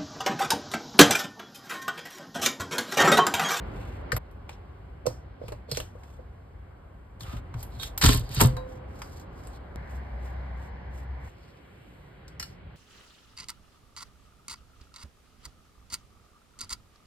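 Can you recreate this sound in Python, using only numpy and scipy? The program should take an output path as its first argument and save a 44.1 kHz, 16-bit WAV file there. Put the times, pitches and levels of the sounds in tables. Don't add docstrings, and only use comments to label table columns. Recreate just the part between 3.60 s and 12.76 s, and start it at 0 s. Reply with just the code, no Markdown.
import sys
import numpy as np
from scipy import signal
from scipy.fft import rfft, irfft
from scipy.io import wavfile
from scipy.ndimage import uniform_filter1d

SR = 44100
rng = np.random.default_rng(int(sys.argv[2]) if len(sys.argv) > 2 else 0)


def transcribe(signal):
    frames = np.atleast_2d(signal).T
    limited = np.clip(frames, -1, 1)
    pcm = np.round(limited * 32767).astype(np.int16)
    wavfile.write(sys.argv[1], SR, pcm)


N = 403956
T = np.arange(N) / SR
F = np.fft.rfftfreq(N, 1 / SR)


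def undb(db):
    return 10 ** (np.asarray(db) / 20)


def curve(tables):
    s, *columns = np.vstack(tables).T
    return [np.interp(T, s, column) for column in columns]


def unit(x):
    return x / np.sqrt(np.mean(x ** 2))


def walk(rate):
    k = int(SR / rate)
    held = np.repeat(rng.standard_normal(N // k + 1), k)
    return 1.3 * uniform_filter1d(uniform_filter1d(held, k), k)[:N]


def band(x, lo_hz, hi_hz, order=2):
    edges = [lo_hz, min(hi_hz, .45 * SR)]
    return signal.sosfilt(signal.butter(order, edges, "band", fs=SR, output="sos"), x)


def ring(modes, t, spread_db, detune):
    hz, db, t60 = np.transpose(modes)[:, None, :, None]
    luck = rng.standard_normal((3, 2, len(modes), 1))
    strength = undb(db + spread_db * luck[0, :1])
    fade = np.exp(-np.log(1000) * t / np.maximum(t60, .005))
    sign = np.sign(luck[2])
    sign[0] = 1
    tones = np.sin(2 * np.pi * hz * (1 + detune * luck[1]) * t)
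    return (sign * strength * fade * tones).sum(axis=1)


def slips(rate, spread_db, smooth, slip_s, size):
    force = undb(spread_db * rng.exponential(size=size)) * (rng.random(size) < rate / SR)
    fading_slips = signal.lfilter([1], [1, -np.exp(-1 / (slip_s * SR))], force)
    grip = smooth + unit(fading_slips)
    return unit(grip * rng.standard_normal((2, size)))


CUTS_S = [0, .5817, 3.604, 6.159, 7.684, 9.2]


def add(out, s, sound):
    i = int(s * SR)
    next_cut = min(int(c * SR) for c in CUTS_S if c > s)
    n = min(sound.shape[1], next_cut - i, N - i)
    out[:, i:i + n] += sound[:, :n]


# (pitch [Hz], relative level [dB])
QUIET = [(28, -20), (48, -1.5), (70, -2.5), (130, -16), (280, -22), (380, -22), (900, -25.5), (1800, -34.5),
         (3000, -45), (5000, -57)]
TRAFFIC = [(28, -22), (48, -7), (75, -4.5), (130, -12), (360, -26), (800, -20.5), (1270, -33), (1800, -27),
           (2600, -42), (5000, -54)]
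STILL = [(28, -42), (48, -2), (130, -12.5), (300, -5.5), (420, -8), (960, -14.5), (1800, -17), (3000, -21),
         (5000, -41)]
# (time [s], rumble level [dB], hush level [dB])
SWELL = [
    [(0.0, -36.5, -42), (0.398, -39, -45.5), (0.58, -38.5, -42)],
    [(0.59, -44.5, -52), (3.49, -46.5, -56.5), (3.6, -45, -55)],
    [(3.61, -42, -52), (4.55, -40.5, -48), (6.15, -41.5, -49)],
    [(6.17, -43, -46), (7.464, -43, -48.5), (7.68, -42, -49)],
    [(7.69, -51.5, -55.5), (8.0, -53.5, -55.5), (9.16, -46, -54.5)],
]


def room():
    colours = [QUIET, QUIET, QUIET, TRAFFIC, STILL]
    noise = rfft(rng.standard_normal((2, N)))
    passage = np.searchsorted(CUTS_S, T, "right") - 1
    octave = np.log2(np.maximum(F, 1))
    rumble = hush = 0
    for hz in 28 * 2 ** np.arange(0, 7.6, .5):
        share = np.cos(np.pi * np.clip(octave - np.log2(hz), -.5, .5))
        db = np.array([np.interp(np.log(hz), np.log(np.array(c)[:, 0]), np.array(c)[:, 1])
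                       for c in colours])
        part = irfft(noise * share, N) * undb(db[passage] + 1.0 * walk(7.1))
        if hz < 200:
            rumble = rumble + part
        else:
            hush = hush + part
    out = np.zeros((2, N))
    for part, db in zip((rumble, hush), curve(SWELL)):
        for k in range(len(colours)):
            here = passage == k
            out[:, here] += unit(part[:, here]) * undb(db[here])
    return out


# (time [s], pitch [Hz], level [dB])
DRONE = [(6.16, 66.7, -45), (6.49, 63.12, -35.5), (7.684, 63.8, -41)]


def drone():
    hz, db = curve([DRONE])
    unsteady_hz = hz * (1 + 0.023 * walk(20))
    tone = np.sin(2 * np.pi * np.cumsum(unsteady_hz) / SR)
    on = (T > CUTS_S[3]) * (T < CUTS_S[4])
    return np.sqrt(2) * tone * undb(db + 2.4 * walk(25)) * on


# (start time [s], length [s], treble level [dB], body level [dB], body pitch [Hz])
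RUB = [(0.0, 0.47, -66.5, -66.5, 2610), (0.876, 0.097, -100, -66, 5500), (1.787, 0.14, -74, -70.5, 4900),
       (2.071, 0.18, -55, -56, 4340), (2.3, 0.34, -69, -77.5, 3170), (3.593, 0.054, -50, -62, 6000),
       (3.619, 0.2, -56, -49, 1300), (3.948, 0.11, -56, -74, 4900), (4.074, 0.17, -66, -70.5, 4070),
       (4.177, 0.14, -44.5, -55.5, 3750), (5.035, 0.18, -68.5, -75.5, 6000),
       (5.259, 0.44, -59.5, -75.5, 4900), (5.677, 0.31, -65, -78, 4950), (5.921, 0.068, -64.5, -68, 4430),
       (7.689, 0.35, -76.5, -76.5, 4650), (8.826, 0.16, -83.5, -75, 5000)]
# (start time [s], treble level [dB])
TWISTS = [(6.24, -64.5), (6.581, -66), (6.941, -66.5), (7.289, -63), (7.58, -66.5)]
TWIST_S, TWIST_BODY_DB, TWIST_HZ = 0.18, -73.5, 2920
# (pitch [Hz], relative level [dB], time to fade by 60 dB [s])
METAL = [(2696, -1.5, 0.13), (3460, 1.5, 0.021), (3900, -1, 0.069), (4230, 3, 0.07), (4688, -7.5, 0.2),
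         (5050, -2.5, 0.0795), (12200, 1.5, 0.091)]
AIR_DB = -82.5


def rubbing():
    grain = slips(rate=150, spread_db=3.5, smooth=0.97, slip_s=0.0089, size=N)
    treble = unit(band(grain, 3300, 14600) + band(grain, 4100, 8000))
    out = undb(AIR_DB + 3 * walk(3.4)) * unit(band(rng.standard_normal((2, N)), 3500, 14000))
    twists = [(s, TWIST_S, db, TWIST_BODY_DB, TWIST_HZ) for s, db in TWISTS]
    for s, length, treble_db, body_db, hz in RUB + twists:
        i, n = max(int(s * SR), 0), int(length * SR)
        stroke = grain[:, i:i + n]
        body = unit(band(stroke, hz / 1.08, hz * 1.04, order=1)) + unit(band(stroke, hz / 2, 4100))
        for f, db, _ in METAL:
            mode_db = db - 16.0 * abs(np.log2(f / hz))
            body = body + undb(mode_db) * unit(band(stroke, f / 1.015, f * 1.015, order=1))
        swell = np.hanning(n) ** 0.8
        out[:, i:i + n] += swell * (undb(treble_db) * treble[:, i:i + n] + undb(body_db) * body)
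    return out


# (time [s], metal level [dB], treble level [dB])
DRAG = [(4.41, -40.5, -48.5), (4.42, -27, -34), (4.455, -21, -25.5), (4.5, -27, -36.5), (4.54, -32.5, -31),
        (4.58, -40, -40), (4.63, -61, -64), (4.7, -52.5, -62), (4.75, -44, -38), (4.78, -34, -53),
        (4.815, -42, -26), (4.85, -34.5, -33), (4.88, -52, -48), (4.93, -58.5, -70)]
# (pitch [Hz], width [Hz], relative level [dB])
RUB_BODY = [(3100, 150, 0), (3750, 70, 3), (4230, 70, 4), (4700, 90, 3)]
SHELL = [(1050, 400, -2.5), (1400, 410, 0.5), (1750, 150, 4)]
SHELL_DB = -6.5


def dragging():
    metal_db, treble_db = curve([DRAG])
    i, j = int(DRAG[0][0] * SR), int(DRAG[-1][0] * SR)

    def contacts():
        return slips(rate=220, spread_db=3, smooth=.4, slip_s=.004, size=SR)

    layers = ((treble_db, [], 6000, 13800),
              (metal_db, RUB_BODY, 2300, 6000),
              (metal_db + SHELL_DB, SHELL, 600, 2500))
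    out = np.zeros((2, N))
    for db, peaks, lo_hz, hi_hz in layers:
        sound = undb(-6) * band(contacts(), lo_hz, hi_hz)
        for hz, width, peak_db in peaks:
            sound = sound + undb(peak_db) * band(contacts(), hz - width / 2, hz + width / 2, order=1)
        out[:, i:j] += undb(db[i:j]) * unit(sound)[:, :j - i]
    return out * np.clip((DRAG[-1][0] - T) / 0.058, 0, 1)


# (time [s], level [dB], knock against that level [dB], extra for bench modes below 100 Hz [dB])
THUDS = [(0.528, -22.5, -10.5, 2), (0.565, -35.5, 1.5, 5), (1.456, -49.5, 17, 7), (1.4682, -31, 8, -9),
         (1.815, -48, 9.5, 1), (1.837, -38, -1.5, -9), (1.885, -38, -1, 2), (1.919, -43, 9.5, 6),
         (2.087, -52.5, 10, -1), (2.116, -31.5, -3, -2.5), (2.173, -36.5, 7.5, 4), (2.199, -39.5, 5, 2),
         (2.352, -54, 11, -4), (2.589, -59.5, 16, -8), (3.615, -36.5, -23, 2), (3.733, -29, -11, -3),
         (3.945, -27.5, -25.5, -4), (4.169, -37.5, -22, -4.5), (4.432, -14, -15, 2.5),
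         (4.444, -9.5, -13.5, 2.5), (4.49, -16, -6, -0.5), (4.542, -19.5, -10, 3), (4.601, -27, -22, 0.5),
         (4.699, -32.5, -12.5, -1.5), (4.769, -21.5, -17.5, -2.5), (4.812, -10.5, -4, -3),
         (4.844, -10.5, -16.5, -4), (4.928, -25.5, -17, 0.5)]
# (pitch [Hz], relative level [dB], time to fade by 60 dB [s])
BENCH = [(44.14, -1, 0.29), (69.4, -1, 0.24), (120.25, 2.5, 0.24), (139.5, -7.5, 0.19)]
# (pitch [Hz], relative level [dB], time to fade by 60 dB [s])
PLATE_KNOCK = [(358, -14, 0.084), (501, 7, 0.055), (593, -2.5, 0.084), (1090, -8, 0.037)]
FRAME_KNOCK = [(248.3, -1, 0.18), (285, 5, 0.074), (414, -5.5, 0.16), (618, -16.5, 0.21), (985, -5.5, 0.14)]
KNOCKS = [PLATE_KNOCK, PLATE_KNOCK, FRAME_KNOCK]


def thuds():
    out, t = np.zeros((2, N)), np.arange(int(.5 * SR)) / SR
    next_starts = [row[0] for row in THUDS[1:]] + [np.inf]
    for (s, level_db, knock_db, deep_db), after in zip(THUDS, next_starts):
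        bench = [(hz, db + deep_db * (hz < 100), t60) for hz, db, t60 in BENCH]
        top = np.minimum(t / 0.0075, 1) * ring(bench, t, spread_db=1.5, detune=0.069)
        top = top * np.exp(-np.maximum(t - (after - s), 0) / .012)
        modes = KNOCKS[np.searchsorted(CUTS_S, s) - 1]
        knock = np.minimum(t / 0.0026, 1) * ring(modes, t, spread_db=2.5, detune=0.036)
        blur = unit(band(rng.standard_normal((2, len(t))), 200, 740))
        knock = knock + 0.291 * np.exp(-t / 0.032) * blur
        add(out, s, undb(level_db) * (top + undb(knock_db) * knock))
    return out


# (pitch [Hz], relative level [dB], time to fade by 60 dB [s])
COVER = [(512, -1, 1.15), (720, -8, .3), (910, -4, .2), (1034, -3, .3), (1588, -3, .1), (3880, -10, .2)]
CASE = [(1250, 3, 0.05), (1566, 5, 0.046), (1800, 6, 0.049)]
LEVER = [(1100, -12, 0.16), (1580, -13, .1), (3300, -7.5, 0.16), (3750, 2.5, .12), (4300, -7.5, 0.13)]
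PLATE = [(4190, -0.5, 0.099), (4340, 4, 0.063)]
BRACKET = [(1360, 2.5, 0.12), (1810, -5, .07), (2380, -4, .06), (2885, 1.5, 0.21), (4300, 4, 0.13),
           (5390, 11.5, 0.12)]
# (time [s], level [dB], part)
FREE_RINGS = [(.519, -25.5, CASE), (1.467, -43.5, PLATE), (2.116, -35.5, PLATE), (4.197, -37.5, LEVER),
              (4.211, -35, LEVER), (4.228, -36.5, LEVER), (4.8151, -30.5, COVER), (4.9682, -37, COVER),
              (8.799, -50, BRACKET), (8.827, -50, BRACKET)]


def loose_parts():
    out, t = np.zeros((2, N)), np.arange(SR) / SR
    for s, db, part in FREE_RINGS:
        add(out, s, undb(db) * np.minimum(t / 0.0011, 1) * ring(part, t, spread_db=1, detune=0.001))
    return out


# (time [s], level [dB], brightest pitch [Hz], clack against the crack [dB], clack pitch [Hz])
CLICKS = [(0.5188, -32, 4530, 5.5, 1800), (0.5646, -32.5, 11900, 5, 950), (0.711, -65, 11500, -6, 1500),
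          (0.8921, -50, 2200, 14, 800), (1.458, -57, 2470, 8, 815), (1.464, -32, 5560, -5.5, 1100),
          (1.8812, -45, 2470, 1, 1170), (1.9207, -52, 4100, 12.5, 920), (2.114, -31, 5000, -33, 1500),
          (2.147, -42.5, 3230, -6, 1750), (2.1709, -33, 5800, -2, 2550), (2.2007, -37, 3070, -2, 1500),
          (2.434, -62.5, 4830, 14.5, 940), (3.6068, -44, 3750, 0, 911), (3.6323, -47.5, 3210, -3, 1060),
          (3.9401, -70, 2523, 29, 1240), (4.0278, -39.5, 11260, -15, 970), (4.1971, -46.5, 3930, -1, 861),
          (4.231, -34, 3474, -5.5, 1500), (4.3765, -27.5, 12940, -15, 1000), (4.413, -28, 4380, 5.5, 1508),
          (4.4206, -28.5, 4550, 4.5, 1300), (4.4383, -22.5, 4720, 4.5, 1250),
          (4.4535, -21.5, 4230, -4.5, 1550), (4.4605, -20.5, 7230, -3.5, 1301),
          (4.486, -26.5, 7500, 1.5, 942), (4.49, -26, 3680, 0, 933), (4.5304, -30, 3750, -5.5, 1750),
          (4.769, -42, 4700, -5, 1100), (4.7982, -45, 2984, 22.5, 1100), (4.8045, -24, 2910, 8, 1000),
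          (4.809, -25, 4350, 9.5, 1100), (4.816, -29.5, 3520, 4, 1400), (4.9666, -47.5, 4100, 10, 1040),
          (5.418, -46, 5050, 12.5, 1100), (5.8706, -51.5, 8100, 3, 850), (8.6796, -62.5, 7830, 11.5, 4700),
          (8.7971, -34.5, 5390, -1, 1990), (8.826, -38.5, 4520, -3.5, 1810), ]
RING_DB = -8
CRACK_T60_S, TAIL_DB, TAIL_T60_S = 0.037, -15, 0.27


def clicks():
    out, t = np.zeros((2, N)), np.arange(int(.4 * SR)) / SR
    rise = np.minimum(t / .001, 1)
    snap = 0.4 * np.exp(-t / 0.000347)
    tail = undb(TAIL_DB) * np.exp(-np.log(1000) * t / TAIL_T60_S)
    fall = np.exp(-np.log(1000) * t / CRACK_T60_S) + tail
    for s, level_db, hz, low_db, low_hz in CLICKS:
        burst = rng.standard_normal((2, len(t)))
        bright = unit(band(burst, hz / 1.08, hz * 1.056, order=1))
        broad = undb(-1.5) * unit(band(burst, 1600, 11000, order=1))
        clack = unit(band(burst, low_hz / 1.18, low_hz * 1.2, order=1) + 0.22 * band(burst, 730, 2800))
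        crack = bright + broad + undb(low_db) * clack
        near = [(f, db - 35 * abs(np.log2(f / hz)), t60) for f, db, t60 in METAL]
        metal = undb(RING_DB) * ring(near, t, spread_db=4.5, detune=0.0056)
        add(out, s, undb(level_db) * (snap * burst + rise * fall * crack + rise * metal))
    return out


SPLICE_DB = -25


def splice():
    out = np.zeros((2, N))
    step = -undb(SPLICE_DB) * np.exp(-T[:SR // 100] / 0.0037)
    add(out, CUTS_S[3] + .0004, step * np.array([[1], [0]]))
    return out


def scene():
    out = room() + rubbing() + dragging() + thuds() + loose_parts() + clicks() + splice()
    out[0] += drone()
    return out


# (pitch [Hz], likeness [0-1], left minus right level [dB])
PORTS = [(40.05, 1, 1.5), (129, 0.97, 0), (304.6, 0.7, -3.5), (567, 0, -4), (1000, 0.2, 0.5),
         (1500, 0.32, 1.5), (2600, 0, -0.5), (4630, 0.5, -4.5), (5560, 1, 1.5), (17100, 1, -2.5)]
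# (pitch [Hz], lag [radians])
LAG = [(0, 0), (130, .05), (300, .4), (900, .7), (1500, .2), (2600, -2), (4000, -1), (5000, -1.7),
       (5950, -np.pi), (14700, -5 * np.pi), (17000, -5 * np.pi)]
BOTTOM_HZ, TOP_HZ = 39.7, 16000


def record(dry):
    at, like, tilt_db = np.transpose(PORTS)
    like = np.clip(np.interp(F, at, like), 0, .999)
    same, other = rfft(dry) * np.sqrt([(1 + like) / 2, (1 - like) / 2])
    turn = np.exp(.5j * np.interp(F, *np.transpose(LAG))) / undb(np.interp(F, at, tilt_db) / 2)
    pair = irfft([(same + other) / turn, (same - other) * turn], N)
    pair = signal.sosfilt(signal.butter(3, BOTTOM_HZ, "high", fs=SR, output="sos"), pair)
    pair = np.tanh(pair)
    return signal.sosfilt(signal.ellip(10, .2, 80, TOP_HZ, fs=SR, output="sos"), pair)


dry = scene()
out = record(dry)
transcribe(out)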